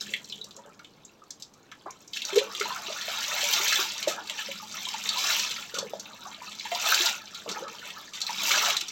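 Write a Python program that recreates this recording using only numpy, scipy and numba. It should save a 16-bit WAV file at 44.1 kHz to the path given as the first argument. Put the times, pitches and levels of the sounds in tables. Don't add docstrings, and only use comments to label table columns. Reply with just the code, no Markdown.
import sys
import numpy as np
from scipy import signal
from scipy.fft import rfft, irfft
from scipy.io import wavfile
from scipy.ndimage import uniform_filter1d
from numba import njit

SR = 44100
rng = np.random.default_rng(int(sys.argv[2]) if len(sys.argv) > 2 else 0)


def store_wav(level_fs):
    pcm = np.round(np.clip(np.atleast_2d(level_fs), -1, 1) * 32767)
    wavfile.write(sys.argv[1], SR, pcm.T.astype(np.int16))


N = 392931
TIME = np.arange(N) / SR


def from_db(db):
    return 10 ** (np.asarray(db) / 20)


def unit_rms(x):
    return x / np.sqrt(np.mean(x ** 2) + 1e-20)


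def power_sum(*levels_db):
    return 10 * np.log10(sum(from_db(db) ** 2 for db in levels_db) + 1e-12)


def add(out, start_s, sound):
    at = int(np.clip(start_s * SR, 0, N - 1))
    out[at:at + len(sound)] += sound[:N - at]


def butter(x, order, hz, kind):
    return signal.sosfilt(signal.butter(order, hz, kind, fs=SR, output="sos"), x)


def convolve(x, impulse):
    return signal.oaconvolve(x, impulse)[:len(x)]


def response(spectrum, size=1024):
    hz, db = np.transpose(spectrum)
    grid = np.maximum(np.fft.rfftfreq(size, 1 / SR), 1)
    magnitude = from_db(np.interp(np.log(grid), np.log(hz), db))
    cepstrum = irfft(np.log(magnitude))
    cepstrum[1:size // 2] *= 2
    cepstrum[size // 2 + 1:] = 0
    return unit_rms(irfft(np.exp(rfft(cepstrum)))) / np.sqrt(size)


def evened(x, span_s):
    size = int(span_s * SR)
    power = uniform_filter1d(uniform_filter1d(x * x, size), size)
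    return x / np.sqrt(np.abs(power) + 1e-12)


def drift(per_s):
    return np.interp(TIME * per_s, np.arange(4000), rng.standard_normal(4000))


def impacts(per_s, spread_db):
    sizes = from_db(spread_db * np.minimum(rng.exponential(1, N), 4.5)) * rng.choice([-1, 1], N)
    return sizes * (rng.random(N) < per_s / SR)


@njit
def rising_rings(clicks, step, cycles, rise):
    out = np.zeros(len(clicks))
    for at in np.nonzero(clicks)[0]:
        size = min(int(cycles * 2 * np.pi / step[at]) + 1, len(clicks) - at)
        height, loss = clicks[at] * np.sqrt(step[at]), np.exp(-np.log(1000) / size)
        for i in range(size):
            angle = step[at] * i
            onset = min(angle / (2 * np.pi), 1.0)
            out[at + i] += height * onset * np.sin(angle * (1 + rise * i / size / 2))
            height *= loss
    return out


def bubble_cloud(clicks, low_hz, high_hz, cycles, rise):
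    hz = low_hz * (high_hz / low_hz) ** rng.random(N)
    return rising_rings(clicks, 2 * np.pi * hz / SR, float(cycles), float(rise))


# t/s, spray level/dB, gurgle level/dB, tick level/dB
RUNOFF_LEVELS = [(0.0, -41, -70, -53), (0.22, -51, -68, -57), (0.65, -62, -66, -68.5),
                 (1.1, -63.5, -78, -90), (2.08, -80, -70, -84), (2.15, -40, -57, -63),
                 (2.49, -45, -46, -70), (2.62, -43, -48, -60.5), (4.03, -39.5, -46.5, -66),
                 (4.22, -44.5, -45, -67), (4.45, -38.5, -47.5, -62.5), (4.95, -41.5, -76, -54),
                 (5.72, -44, -63, -63), (5.9, -46.5, -57.5, -76), (6.45, -47.5, -54, -61),
                 (7.42, -47.5, -55, -68), (7.95, -46, -51, -76), (8.91, -42.5, -65.5, -55)]
def runoff(dribble_db=3.0):
    times, *columns = np.transpose(RUNOFF_LEVELS)
    spray_db, gurgle_db, tick_db = [np.interp(TIME, times, column) for column in columns]
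    return spray_db + dribble_db * drift(18), gurgle_db, tick_db


# f/Hz, level/dB
SPRAY_SPECTRUM = [(60, -49), (300, -11), (700, -15), (1300, -14), (1950, -7.5), (2600, -5.5), (3900, -2),
                  (4800, -5.5), (5900, -2), (7400, -6.5), (9400, -23), (11000, -17.5), (11900, -9),
                  (13000, -11), (15500, -4)]
def spray(spray_db):
    per_s = 1200 * from_db(.65 * (spray_db + 40.5))
    pops = bubble_cloud(impacts(per_s, spread_db=7.5), 1130, 8220, cycles=18, rise=0.19)
    plinks = bubble_cloud(impacts(.5 * per_s, spread_db=4.0), 2267, 7800, cycles=32, rise=0.066)
    fizz = bubble_cloud(impacts(.5 * per_s, spread_db=5.0), 6800, 15870, cycles=4.8, rise=0.3)
    drops = unit_rms(plinks) + from_db(-2) * unit_rms(pops) + from_db(2) * unit_rms(fizz)
    colour = response(SPRAY_SPECTRUM)
    grains = evened(convolve(drops, colour), span_s=0.12)
    mist = from_db(-9) * convolve(rng.standard_normal(N), colour)
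    water = (grains + mist) * from_db(0.87 * drift(130))
    treble = butter(water, 1, 6000, "high")
    treble_db = np.clip(spray_db + 19, -15, 5) + 2.5 * drift(45)
    return from_db(spray_db) * (water + treble * (from_db(treble_db) - 1))


# f/Hz, level/dB
TICK_SPECTRUM = [(200, -35), (2000, -56), (4000, -9), (5900, 8.5), (7400, 15), (9400, -8.5), (12000, 0.5),
                 (15500, -5)]
def ticks(tick_db):
    per_s = 60 * from_db(0.43 * (tick_db + 58))
    clicks = impacts(per_s, spread_db=2.0) / np.sqrt(per_s)
    return from_db(tick_db) * unit_rms(convolve(clicks, response(TICK_SPECTRUM)))


# f/Hz, level/dB
MURMUR_SPECTRUM = [(20, -2), (60, -3), (110, 7), (200, 8), (300, 9), (600, 3), (1100, 1), (2000, -10),
                   (4000, -9), (7000, -17), (9500, -26), (15500, -23)]
def murmur(level_db=-59.5):
    return from_db(level_db) * convolve(rng.standard_normal(N), response(MURMUR_SPECTRUM, size=4096))


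# t/s, level over 10 ms/dB, centre f/Hz, bandwidth/octaves, T60/s
SPLAT_EVENTS = [(0.0085, -33.5, 4600, 0.43, 0.014), (0.1371, -27, 2950, 0.45, 0.013),
                (0.243, -47, 5970, 0.45, .02), (0.2975, -39.5, 4430, 0.34, 0.021),
                (0.3223, -33.5, 3240, 0.29, .02), (0.413, -38.5, 3870, 0.12, 0.011),
                (0.442, -42.5, 5840, 1, .018), (0.508, -45.5, 3550, .7, .03),
                (0.565, -44.5, 5640, 1.1, 0.011), (0.7923, -51, 2010, 2.4, 0.019),
                (0.845, -46, 3060, 0.72, 0.02), (1.048, -45.5, 7030, .2, .037),
                (1.306, -36.5, 5600, 0.62, .013), (1.397, -50, 5460, 2.1, 0.077),
                (1.4215, -38.5, 5530, 0.77, 0.039), (1.5374, -55, 5410, 0.83, 0.025),
                (1.715, -45, 2200, 1.8, 0.036), (1.9052, -43, 6100, .5, 0.028),
                (2.0045, -56, 6000, 0.28, 0.017), (2.0763, -47, 6500, 0.56, .02),
                (2.1331, -33, 3500, 0.57, 0.017), (2.219, -29.5, 3060, 0.64, 0.025),
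                (2.251, -30, 5580, 0.6, 0.014), (2.327, -35.5, 2950, 0.75, .044),
                (2.3555, -27.5, 3420, 3.2, 0.085), (2.382, -24.5, 2900, 1.3, 0.046),
                (2.5494, -32, 2780, 0.95, 0.016), (2.595, -31, 3860, 1.3, .04),
                (2.612, -29, 1900, 0.95, 0.014), (3.4062, -30, 3190, 1.4, 0.049),
                (3.5327, -24, 3750, 0.99, 0.023), (3.6795, -24, 4000, 1, .03),
                (3.7234, -24, 3000, 2.7, 0.032), (3.757, -25.5, 4120, 1.3, 0.017),
                (4.027, -30, 3530, 1, .01), (4.0759, -25.5, 3500, 2.8, 0.17),
                (4.297, -29.5, 2980, 0.91, 0.011), (4.3902, -37.5, 1770, 0.27, 0.025),
                (4.513, -34, 2620, 0.55, 0.028), (4.852, -31, 3470, 0.33, 0.019),
                (4.8862, -31.5, 3550, 1.1, 0.018), (4.981, -41, 3120, 1.5, .028),
                (5.0902, -23, 4070, 0.73, 0.011), (5.1811, -29, 3380, 0.95, 0.033),
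                (5.3935, -26.5, 4290, 1.2, 0.038), (5.5076, -30, 2970, 1.7, .054),
                (5.741, -31.5, 3300, 1.7, 0.094), (5.785, -27, 4300, 0.82, 0.027),
                (5.9963, -36, 5500, 0.5, 0.027), (6.467, -46, 2740, 0.2, 0.019),
                (6.5173, -40.5, 3600, 0.85, .036), (6.5966, -34, 3900, 0.39, 0.0084),
                (6.645, -35, 2240, 1, 0.11), (6.714, -33, 2250, 0.87, 0.038), (6.748, -29, 4240, .7, 0.026),
                (6.945, -20.5, 4350, .9, .009), (7.0074, -24.5, 3660, 0.34, 0.0065),
                (7.057, -23, 4600, 0.83, 0.022), (7.345, -38, 3700, 0.95, 0.037),
                (7.4885, -31.5, 2950, 2, 0.07), (7.5123, -33, 4930, .6, 0.054),
                (7.6801, -42.5, 2740, 2, .03), (7.824, -36.5, 2470, 0.95, 0.47),
                (7.9031, -40.5, 2380, 1, .014), (8.131, -33.5, 3300, 1.2, 0.17),
                (8.203, -37, 5000, 1.2, 0.043), (8.2154, -27, 4440, 0.77, 0.023),
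                (8.266, -32, 4280, .6, 0.016), (8.5065, -20, 2820, 1.2, 0.081),
                (8.6573, -29, 3180, 2, .028), (8.704, -24.5, 2600, 1.2, .015),
                (8.7667, -23.5, 4030, 0.92, 0.02), (8.8087, -28.5, 3300, 1.6, 0.025),
                (8.882, -34.5, 4740, .7, 0.029)]
def splats(attack_share=0.035, crack_db=-6.5, lumpy_db=3.5):
    out, t, colour = np.zeros(N), np.arange(4096) / SR, response(SPRAY_SPECTRUM)
    for start, db, hz, octaves, t60 in SPLAT_EVENTS:
        lumps = from_db(lumpy_db * np.interp(t, np.linspace(0, t[-1], 90), rng.standard_normal(90)))
        envelope = (1 - np.exp(-t / (attack_share * t60))) * from_db(-60 * t / t60)
        rush, snap = rng.standard_normal((2, len(t))) * lumps * envelope
        edges_hz = np.clip(hz * 2 ** (np.array([-.5, .5]) * max(octaves, .15)), 100, SR / 2.3)
        body = butter(convolve(rush, colour), 2, edges_hz, "band")
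        crack = convolve(snap, response(TICK_SPECTRUM))
        sharpness = hz / 4000 * np.clip(octaves, .2, 1)
        burst = unit_rms(body) + from_db(crack_db) * sharpness * unit_rms(crack)
        add(out, start, from_db(db) * burst / np.linalg.norm(burst) * np.sqrt(SR / 100))
    return out


def gesture(peak_s, hold_s, swell_db_per_s, fade_db_per_s):
    before, after = np.maximum(peak_s - TIME, 0), np.maximum(TIME - peak_s - hold_s, 0)
    return -swell_db_per_s * before - fade_db_per_s * after


# t/s, gurgle level/dB, slosh level/dB, hum level/dB, decay/(dB/s)
HEAVE_EVENTS = [(0.02, -72, -58, -52, 17), (0.57, -60.5, -64, -73, 48), (2.358, -44, -47, -59, 55),
                (2.64, -39.5, -59, -55, 39), (3.07, -45, -67, -76, 47), (4.085, -44.5, -46.5, -56, 89),
                (4.469, -54, -78, -54, 4), (5.77, -47.5, -46, -49, 62), (7.479, -41, -43.5, -48.5, 56),
                (8.33, -53, -71, -51.5, 21), (8.57, -42.5, -44, -63, 77)]
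def heaving(hold_s=0.026, swell_db_per_s=650):
    shapes = [gesture(peak_s, hold_s, swell_db_per_s, fade) for peak_s, *_, fade in HEAVE_EVENTS]
    columns = np.transpose(HEAVE_EVENTS)[1:-1]
    return [power_sum(*[db + shape for db, shape in zip(levels, shapes)]) for levels in columns]


def churn(churn_db):
    clicks = impacts(400 * from_db(.5 * (churn_db + 45.5)), spread_db=3.0)
    return gurgle(clicks) * from_db(churn_db - 0.5)


# f/Hz, level/dB
GURGLE_SPECTRUM = [(80, -38), (350, -43), (600, -9.5), (900, -7), (1400, -2), (1900, -16.5), (3000, -30.5)]
def gurgle(clicks):
    cloud = bubble_cloud(clicks, 519.6, 2088, cycles=44.7, rise=0.24)
    return evened(convolve(cloud, response(GURGLE_SPECTRUM)), span_s=0.32)


def slosh(slosh_db):
    cloud = bubble_cloud(impacts(240, spread_db=6.0), 281.4, 566, cycles=37, rise=0.071)
    return from_db(slosh_db) * evened(butter(cloud, 2, 270, "high"), span_s=0.29)


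# f/Hz, bandwidth/Hz, level/dB
TUB_MODES = [(205, 23, -2), (112.3, 6.4, -18)]
def tub(hum_db):
    hum = np.zeros(N)
    for hz, width_hz, db in TUB_MODES:
        radius, angle = np.exp(-np.pi * width_hz / SR), 2 * np.pi * hz / SR
        gain = np.sin(angle) * np.sqrt(1 - radius ** 2)
        feedback = [1, -2 * radius * np.cos(angle), radius ** 2]
        mode = signal.lfilter([gain], feedback, rng.standard_normal(N))
        hum += from_db(db) * evened(mode, span_s=0.36)
    return from_db(hum_db) * butter(hum, 4, 112, "high")


# t/s, peak level/dB, f/Hz, T60/cycles, fractional rise in f
BUBBLE_EVENTS = [(0.137, -23, 2036, 45, 1.4), (0.44, -53, 563, 68, 1.7), (0.47, -50, 1216, 85, 1.2),
                 (0.575, -44.5, 550, 54, 0), (0.588, -43, 958, 110, 0), (0.652, -45.5, 578, 56, 0),
                 (0.798, -39, 1390, 19, 0.084), (1.219, -42.5, 1210, 37, 0.14),
                 (1.72, -37.5, 1350, 30, 2.8), (1.859, -32.5, 1173, 48, 1.7), (1.862, -39, 380, 28, 0.59),
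                 (1.863, -27, 710, 11, .3), (1.883, -35, 1036, 40, 0.023), (2.326, -28.5, 402.5, 130, 0.29),
                 (2.357, -16.5, 415.6, 51, 0), (2.37, -14, 455, 25, 0.56), (2.41, -24.5, 543, 39, .3),
                 (2.607, -30, 406, 40, 0.052), (2.611, -22, 1356, 38, 0.29), (2.655, -25.5, 950, 29, 0.17),
                 (2.705, -19.5, 1030, 47, 0), (2.759, -28.5, 1360, 55, 0.77), (2.882, -38, 408, 33, 0.39),
                 (2.899, -28, 628, 38, 0.061), (3.082, -27, 654, 30, 0), (3.43, -31.5, 583, 64, 0),
                 (3.597, -38, 398, 73, 0.57), (3.725, -18, 1590, 28, 2.5), (3.789, -32, 373, 25, .3),
                 (4.072, -28.5, 344, 27, 0.98), (4.073, -15.5, 581, 31, 0.54), (4.389, -33, 1760, 49, 0.58),
                 (4.485, -33, 557, 47, 0), (4.6, -33.5, 1180, 26, 0), (4.626, -37.5, 870, 89, 0),
                 (4.741, -35.5, 1310, 45, 0.83), (4.868, -32.5, 1007, 74, 0.11),
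                 (4.942, -27, 892, 34, 0.074), (5.16, -26.5, 1015, 77, 0.042), (5.581, -35, 1370, 41, 0.45),
                 (5.751, -33.5, 1388, 45, 0.43), (5.739, -33.5, 490, 8, 0.26), (5.783, -30, 520, 19, 0.6),
                 (5.827, -28, 560, 15, 0), (5.935, -19, 614, 13, 0.094), (6.253, -35.5, 1170, 110, 0.66),
                 (6.262, -36, 800, 79, 1.4), (6.417, -34.5, 980, 37, .1), (6.653, -33.5, 940, 64, 0.66),
                 (6.718, -20.5, 709, 114, 0.018), (6.755, -29, 962, 47, 0.0022),
                 (6.923, -10.5, 1454, 14, 0), (7, -33, 354, 36, 0.082), (7.461, -28, 684, 36, 0.35),
                 (7.514, -36, 414, 12, 0.17), (7.568, -29, 880, 50, 0.91), (7.622, -32.5, 537, 54, 0.85),
                 (7.667, -30, 1260, 77, .4), (8.294, -22.5, 907, 17, 0.12), (8.506, -20, 1325, 34, 1),
                 (8.542, -18.5, 1594, 29, 0.29), (8.628, -20.5, 1194, 64, 1.33)]
def bubbles(opening_cycles=0.77, wobble_rad=.13, wash_db=-13.0, wash_t60=0.18):
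    out, t = np.zeros(N), np.arange(SR // 4) / SR
    for start, db, hz, cycles, rise in BUBBLE_EVENTS:
        t60, opening_s = cycles / hz, opening_cycles / hz + 1 / 600
        envelope = from_db(-60 * t / t60) * (1 - np.exp(-(t / opening_s) ** 2))
        glide_hz = hz * (1 + rise * (np.minimum(t / t60, 1) - .13))
        wobble = wobble_rad * np.interp(t * hz / 2, np.arange(300), rng.standard_normal(300))
        note = envelope / envelope.max() * np.sin(2 * np.pi * np.cumsum(glide_hz) / SR + wobble)
        rush = rng.standard_normal(len(t)) * from_db(-60 * t / wash_t60)
        wash = butter(rush, 2, [hz * .8, hz * 1.35], "band")
        wash *= from_db(wash_db) * np.linalg.norm(note) / np.linalg.norm(wash)
        add(out, start - .001, from_db(db) * (note + wash))
    return out


# t/s at full stream, hold/s, level/dB, growth/(dB/s), decay/(dB/s)
POUR_EVENTS = [(3.519, 0.29, -25.5, 21, 91), (5.269, .12, -26, 46.5, 69), (6.879, 0.2, -24.5, 86, 165),
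               (8.482, 0.21, -25, 70, 131)]
def pouring(sag_db_per_s=5):
    pours = [db + gesture(full_s, hold_s, swell, fade) - sag_db_per_s * np.clip(TIME - full_s, 0, hold_s)
             for full_s, hold_s, db, swell, fade in POUR_EVENTS]
    return power_sum(*pours)


# delay/s, amplitude ratio
REFLECTIONS = [(.00052, 0.088), (.00228, 0.43), (.0046, .14), (.0092, 0.12)]
def yard(water, t60=0.15, wet_db=0.5, onset_s=0.00067, spots_per_s=23, spots=8):
    t = np.arange(SR // 4) / SR
    near = np.zeros(len(t))
    near[0] = 1
    for delay_s, gain in REFLECTIONS:
        near[int(delay_s * SR)] += gain
    out = convolve(water, near)
    for spot in range(spots):
        tail = rng.standard_normal(len(t)) * from_db(-60 * t / t60) * (1 - np.exp(-t / onset_s))
        scatter = from_db(wet_db) * butter(tail / np.linalg.norm(tail), 1, [900, 6000], "band")
        share = np.maximum(1 - np.abs((TIME * spots_per_s - spot) % spots - 1), 0)
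        out += convolve(water * np.sqrt(share), scatter)
    return out / np.sqrt(np.sum(near ** 2) + np.sum(scatter ** 2))


def scene(gulp_db=3.5):
    dribble_db, gurgle_db, drip_db = runoff()
    heave_db, rock_db, boom_db = heaving()
    pour_db = pouring()
    spray_db = power_sum(pour_db, dribble_db)
    tick_db = power_sum(pour_db - 23, drip_db)
    churn_db = power_sum(pour_db - 12, heave_db, gurgle_db) + gulp_db * drift(16)
    slosh_db = power_sum(pour_db - 31.5, rock_db, gurgle_db - 24.5)
    hum_db = power_sum(boom_db, -63.5 + 0.45 * (gurgle_db + 55.5))
    water = spray(spray_db) + ticks(tick_db) + churn(churn_db) + slosh(slosh_db) + splats() + bubbles()
    water = butter(water, 2, 170, "high")
    return (murmur() + yard(water) + tub(hum_db))[None]


def record(dry, cutoff_hz=15900):
    return signal.sosfilt(signal.ellip(12, .2, 80, cutoff_hz, fs=SR, output="sos"), dry)


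dry = scene()
out = record(dry)
store_wav(out)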